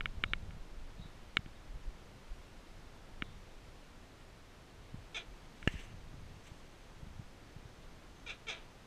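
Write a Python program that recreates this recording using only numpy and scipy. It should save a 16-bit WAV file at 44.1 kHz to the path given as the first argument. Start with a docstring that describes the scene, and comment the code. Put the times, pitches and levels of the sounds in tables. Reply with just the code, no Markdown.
"""Hornbill in an outdoor aviary

A hornbill gives three short, harsh squawks: irregular pulses and breath noise, filtered by its throat
and bill. Feathers and twigs rustle, and far small birds chirp over a faint hush. The nearest source is
a hand-held camera: its plastic case clicks and takes one knock, each exciting damped modes, while the
shifting grip sends bumps and rumble through it as structure-borne sound."""
import sys
import numpy as np
from scipy import signal
from scipy.fft import rfft, irfft, next_fast_len
from scipy.io import wavfile
from scipy.ndimage import uniform_filter1d

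SR = 44100
rng = np.random.default_rng(int(sys.argv[2]) if len(sys.argv) > 2 else 0)


def store_pcm(level_fs):
    """Save levels as 16-bit WAV."""
    pcm = np.round(np.clip(level_fs, -1, 1) * 32767).astype(np.int16)
    wavfile.write(sys.argv[1], SR, np.atleast_2d(pcm).T)


N = 390726
TIME = np.arange(N) / SR

# spectrum of the outdoor hush: f/Hz, relative level/dB
HUSH_SPECTRUM = [(12, -38), (20, 5.5), (34, -2), (50, -5.5), (97, -7), (230, -14), (510, -18.5),
                 (2200, -26.5), (3700, -30), (6300, -36), (8500, -40.5), (12500, -47.5), (15000, -52)]
# envelope of the hand's sway: t/s, relative level/dB
HAND_SWAY = [(0.0, -48.5), (0.34, -47.5), (1.28, -59), (1.78, -48), (2.07, -61.5), (3.55, -56.5),
             (4.32, -69.5), (5.53, -58), (5.7, -52), (6.93, -69), (7.13, -59.5), (8.86, -67)]
# finger strokes on the case: t/s, duration/s, relative level/dB
FINGER_RUBS = [(0, 0.6, -49), (.97, 0.1, -51.5), (3.24, 0.16, -55.5), (4.91, 0.11, -48.5),
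               (5.856, 0.12, -48.5), (6.033, 0.37, -53), (6.938, 0.37, -56)]
# soft pushes of the grip: centre t/s, peak level/dB, f/Hz
GRIP_BUMPS = [(.180, -35, 45.2), (0.784, -39, 28), (0.999, -38.5, 97), (1.059, -44.5, 107),
              (1.393, -36.5, 101), (1.463, -40.5, 160), (1.759, -40, 32), (1.880, -35, 27.9),
              (2.318, -36.5, 26.6), (3.225, -33.5, 162), (4.945, -36, 129), (5.742, -37.5, 126),
              (5.756, -37, 50.6), (6.143, -42, 120), (6.521, -41, 80.4), (7.032, -38.5, 89),
              (7.072, -44, 109), (7.197, -36.5, 99.5), (7.567, -40.5, 90), (7.658, -42.5, 83)]
# snaps of the case: t/s, peak level of the ring/dB, cutoff f/Hz, tick level re the ring/dB
CASE_SNAPS = [(.0078, -22.5, 3420, -46), (0.0574, -19, 3500, -29), (0.2381, -13.5, 3630, -32.5),
              (0.3343, -15, 3640, -31), (0.5076, -43, 3450, -32), (1.3696, -10, 3930, -23),
              (1.46, -43, 3300, -32), (3.2219, -21, 3500, -36), (5.6276, -35.5, 3240, -23)]
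# modes of the case: f/Hz, T60/s, relative level/dB
CASE_MODES = [(1390, 0.0087, 1.5), (1750, 0.0063, -1.5), (2234, 0.015, -2), (2830, 0.011, -5),
              (3170, 0.012, -17), (3660, 0.016, -15)]
# whistles of far birds: t/s, duration/s, start f/Hz, end f/Hz, level/dB
BIRD_CHIRPS = [(0.237, .07, 3460, 3750, -71), (0.976, 0.078, 3880, 3700, -72),
               (1.54, 0.053, 3650, 3500, -75), (3.219, 0.054, 3700, 3500, -71),
               (3.299, 0.042, 3430, 3670, -74)]
# twitter high in the trees: onset t/s, centre f/Hz, resonator bandwidth/Hz, level/dB
TWITTER_BAND = (5, 6250, 450, -85)
# hornbill calls: t/s, start f/Hz, lead-in level/dB, time to full level/s, full level/dB,
# time to the break/s, decay rate/(dB/s)
HORNBILL_CALLS = [(5.143, 453, -42.5, 0.022, -40, 0.028, 423), (8.261, 475, -48, 0.033, -43, .040, 425),
                  (8.466, 463, -48.5, 0.018, -40.5, .036, 244)]
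# throat and bill resonances, a row per call: main f/Hz, gain/dB, upper f/Hz, gain/dB
BILL_FORMANTS = [(2400, 9.5, 3410, 8.5), (2480, 14, 3470, 2), (2400, 11, 3360, 5.5)]
# spectral envelope of the voice: f/Hz, gain/dB
VOICE_SPECTRUM = [(200, -20), (380, -2.5), (720, -0.5), (1050, -11.5), (1400, 2), (1850, -2), (3900, 1.5),
                  (4400, -16), (5100, -6), (5500, -14), (6200, -5.5), (7000, -17.5), (8100, -18),
                  (12000, -47)]
# swishes of wings and twigs: t/s, duration/s, level/dB
WING_RUSTLES = [(5.518, 0.43, -66), (6.144, 0.66, -73), (6.464, 0.023, -61.5)]
# spectrum of the rustling: f/Hz, relative level/dB
RUSTLE_SPECTRUM = [(1500, 3.5), (3400, 7), (4800, -9), (6200, 1.5), (7000, -5), (7900, 0), (9500, -15),
                   (15000, -21)]
# modes of the camera mount: f/Hz, T60/s, relative level/dB
MOUNT_MODES = [(1350, 0.013, -3.5), (1730, 0.013, 5), (2140, 0.024, -9.5), (2782, 0.016, 1),
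               (4270, 0.02, -22.5), (5524, 0.016, -24.5), (7080, .011, -14.5), (8100, 0.01, -24.5),
               (11300, 0.0088, -32)]


def undb(db):
    """Amplitude ratio of a level in decibels."""
    return 10 ** (np.asarray(db) / 20)


def unit(x):
    """Normalisation to unit rms."""
    return x / np.sqrt(np.mean(x ** 2))


def peak(x, db):
    """Normalisation to a peak level."""
    return x * undb(db) / np.max(np.abs(x))


def add(out, s, x):
    """Superposition of x on out from time s."""
    i = max(int(s * SR), 0)
    out[i:i + len(x)] += x[:N - i]


def cut(x, hz, kind, order=2):
    """Butterworth filtering."""
    return signal.sosfilt(signal.butter(order, hz, kind, fs=SR, output="sos"), x)


def resonate(x, hz, width_hz):
    """Second-order resonance with unit gain at its centre."""
    return signal.lfilter(*signal.iirpeak(hz, hz / width_hz, fs=SR), x)


def colour(x, points):
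    """Spectral shaping by a curve of (f/Hz, gain/dB) points."""
    hz, db = np.transpose(points)
    size = next_fast_len(len(x), True)
    f = np.maximum(np.fft.rfftfreq(size, 1 / SR), 1)
    gain = undb(np.interp(np.log(f), np.log(hz), db))
    return irfft(rfft(x, size) * gain, size)[:len(x)]


def wander(rate, size):
    """Random modulation: Gaussian values, rate per second, joined linearly."""
    steps = np.arange(size) / SR * rate
    return np.interp(steps, np.arange(size), rng.standard_normal(size))


def ring(modes, phase=0):
    """Free decay of damped modes; phase 0 starts them abruptly, a quarter turn softly."""
    t = TIME[:SR // 10]
    return sum(undb(db - 60 * t / t60) * np.cos(2 * np.pi * hz * t - phase) for hz, t60, db in modes)


def hush(hiss_db=-61, bass_gain_db=-3):
    """Broadband noise of far traffic and air in the trees: the bass wanders, the hiss stays smooth."""
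    air = colour(rng.standard_normal(N), HUSH_SPECTRUM)
    air = air * undb(hiss_db) / np.std(cut(air, 400, "high", order=4))
    bass = colour(air, [(150, -2), (500, -31), (1500, -70)])
    hiss = (air - bass) * undb(0.25 * wander(1.68, N))
    return hiss + bass * undb(bass_gain_db + 0.69 * wander(10, N))


def grip(sway_gain_db=3, rub_gain_db=-1, patchy_db=2, rub_edge_s=0.034):
    """Structure-borne sound: the hand sways, rubs on the case and now and then pushes it."""
    motion = undb(np.interp(TIME, *np.transpose(HAND_SWAY)))
    friction = undb(-12) * motion  # swaying alone rubs a little
    for s, length, db in FINGER_RUBS:
        stroke = np.clip(np.minimum(TIME - s, s + length - TIME) / rub_edge_s, 0, 1)
        friction = np.maximum(friction, undb(db) * stroke)
    sway = colour(rng.standard_normal(N), [(8, 0.5), (22, 6), (45, -0.5), (80, -19.5), (200, -62.5)])
    rub = colour(rng.standard_normal(N),
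                 [(40, 3), (85, 9), (190, 1.5), (300, -19), (600, -23.5), (2000, -34)])
    sway = unit(sway) * motion * undb(sway_gain_db)
    rub = unit(rub) * friction * undb(rub_gain_db + patchy_db * wander(20, N))
    out = cut(sway + rub, 1500, "low", order=4)  # the handling noise carries no treble
    for s, db, hz in GRIP_BUMPS:
        span = int(SR / hz)
        angle = 2 * np.pi * np.arange(-span, span) / span
        add(out, s - 1 / hz, peak(angle * np.exp(-angle ** 2 / 2), db))  # one swing in and out
    return out


def case_clicks():
    """Impulsive excitation: the plastic case slips and snaps, giving a ring, a tick and a small thud."""
    out = np.zeros(N)
    tick = ring([(5270, 0.0055, -2), (6370, 0.0046, 1), (7500, 0.0036, 4), (10000, 0.0036, -8)])
    tick = cut(tick, [4600, 11000], "band", order=4)
    thud = cut(ring([(188, 0.0071, 0)]), 660, "low", order=1)
    for s, db, cutoff_hz, tick_db in CASE_SNAPS:
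        tilt = (cutoff_hz - 3650) / 600  # a shorter contact feeds the upper modes more
        modes = [(hz, t60, mode_db + 20 * np.log10(hz / 2000) * tilt) for hz, t60, mode_db in CASE_MODES]
        body = cut(ring(modes), 1380, "high", order=5)
        body = cut(body, cutoff_hz, "low", order=10)
        add(out, s, peak(body, db) + peak(tick, db + tick_db) + peak(thud, db - 18))
    return out


def small_birds(warble=0.066, flutter_db=3):
    """Frequency and amplitude modulation make thin, gliding whistles warble and break up."""
    out = np.zeros(N)
    for s, length, start_hz, end_hz, db in BIRD_CHIRPS:
        n = int(length * SR)
        hz = np.linspace(start_hz, end_hz, n) * (1 + warble * wander(349.5, n))
        envelope = undb(db + flutter_db * wander(133, n)) * np.sqrt(np.hanning(n))
        add(out, s, envelope * np.sin(2 * np.pi * np.cumsum(hz) / SR))
    return out


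def aviary(x, t60=0.12, wet_db=-8):
    """Sparse reflections from the ground, posts and shed wall; the mesh lets the rest escape."""
    t = TIME[:SR // 2]
    echoes = rng.standard_normal(len(t)) * (rng.random(len(t)) < .03) * (t > .004)
    echoes = cut(echoes * np.exp(-np.log(1000) * t / t60), 8300, "low", order=1)
    return x + undb(wet_db) * signal.fftconvolve(x, echoes / np.linalg.norm(echoes))[:N]


def twitter(flicker_db=3):
    """Narrow-band noise, heard as far twittering, fades in and flickers."""
    s, hz, width_hz, db = TWITTER_BAND
    band = unit(resonate(resonate(rng.standard_normal(N), hz, width_hz), hz, width_hz))
    fade_in = np.clip((TIME - s) / 0.16, 0, 1)
    return band * undb(db + flicker_db * wander(12, N)) * fade_in


def squawk(call, formants, end_hz=332, fall_s=0.007, attack_s=0.003, swell_s=0.0046):
    """Source and filter: a pulse train swells, drops in pitch and roughens; throat and bill resonate."""
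    start_hz, lead_db, full_at, full_db, break_at, fade_db_per_s = call
    t = TIME[:SR // 5]
    broken = 1 / (1 + np.exp((break_at - t) / fall_s))  # rises from 0 to 1 across the break
    hz = start_hz + (end_hz - start_hz) * broken
    roughness = 0.25 + 0.6 * broken
    db = np.interp(t, [full_at - swell_s, full_at], [lead_db, full_db])
    db -= fade_db_per_s * np.maximum(t - break_at, 0)
    jitter = 1 + .05 * roughness * wander(400, len(t))
    shimmer = undb(6 * roughness * wander(300, len(t)))
    cycles = np.cumsum(hz * jitter) / SR
    pulses = np.diff(np.floor(cycles), prepend=-1) * shimmer
    rasp = np.exp(-(cycles % 1) / 0.35) * rng.standard_normal(len(t))  # a puff of air each cycle
    source = colour(unit(pulses) + roughness * unit(rasp), VOICE_SPECTRUM)
    main_hz, main_db, upper_hz, upper_db = formants
    main = resonate(resonate(source, main_hz, 430), main_hz, 430)
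    upper = resonate(resonate(source, upper_hz, 540), upper_hz, 540)
    resonances = undb(main_db) * main + undb(upper_db) * upper
    treble = colour(source, [(3900, -40), (4800, -1.5)])
    opening = undb(db - db.max())  # the bill opens as the call swells
    voice = source - treble + opening * (resonances + 1.12 * treble)
    running_rms = np.sqrt(uniform_filter1d(voice ** 2, SR // 100) + 1e-12)
    return voice / running_rms * undb(db) * np.minimum(t / attack_s, 1)


def scatter(x, spread_s=0.00277):
    """Multipath propagation: unequal delays smear each pulse and keep its magnitude spectrum."""
    f = np.fft.rfftfreq(len(x), 1 / SR)
    delays = spread_s * rng.random(len(f) // 50 + 1)
    group_delay = np.interp(f, np.linspace(0, SR / 2, len(delays)), delays)
    return irfft(rfft(x) * np.exp(-2j * np.pi * np.cumsum(group_delay) * f[1]), len(x))


def hornbill():
    """Three voiced calls, each with its own formants, scattered on the way to the listener."""
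    out = np.zeros(N)
    for (s, *call), formants in zip(HORNBILL_CALLS, BILL_FORMANTS):
        add(out, s, scatter(squawk(call, formants)))
    return out


def rustles(flutter_db=5.9):
    """Friction noise: feathers and twigs swish unevenly as a bird crosses the cage."""
    swell = np.zeros(N)
    for s, length, db in WING_RUSTLES:
        add(swell, s, undb(db) * np.sqrt(np.hanning(int(length * SR))))
    flutter = undb(flutter_db * wander(40, N))
    return swell * flutter * unit(colour(rng.standard_normal(N), RUSTLE_SPECTRUM))


def knock(at_s=5.6752, push_s=0.00068, push_db=-15.5, ring_db=-18):
    """An impact shoves the microphone and excites the mount's modes; a finger then slides over it."""
    out = np.zeros(N)
    t = TIME[:SR // 4]
    push = cut(t * np.exp(-t / push_s), 27, "high", order=1)
    add(out, at_s - .0004, peak(cut(push, 2700, "low"), push_db))
    contact = 1 - np.exp(-t[:SR // 10] / 0.00058)  # the soft contact builds the ring up gradually
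    mount = cut(contact * ring(MOUNT_MODES, np.pi / 2), 1220, "high")
    add(out, at_s, peak(mount, ring_db))
    drag = rng.standard_normal(len(t))
    scrape = cut(drag, [1600, 3000], "band", order=4)
    slide = unit(scrape + 1.7 * resonate(drag, 2730, 160) + 0.94 * resonate(drag, 1830, 150))
    slide_db = np.interp(t, [0, .04, .12, .16, .25], [-43.5, -61, -53.5, -67, -66])
    add(out, at_s, slide * undb(slide_db))
    return out


def scene():
    """Superposition of birds in the cage and beyond it, close handling noise and the hush."""
    near_birds = aviary(hornbill() + rustles())
    far_birds = aviary(small_birds(), t60=0.3, wet_db=5.5) + twitter()
    return (near_birds + far_birds + case_clicks() + knock() + grip() + hush())[None]


def record(dry):
    """Band limiting: the camera's steep low-pass filter removes the highest treble."""
    return signal.sosfilt(signal.ellip(10, .2, 70, 15100, fs=SR, output="sos"), dry)


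dry = scene()
out = record(dry)
store_pcm(out)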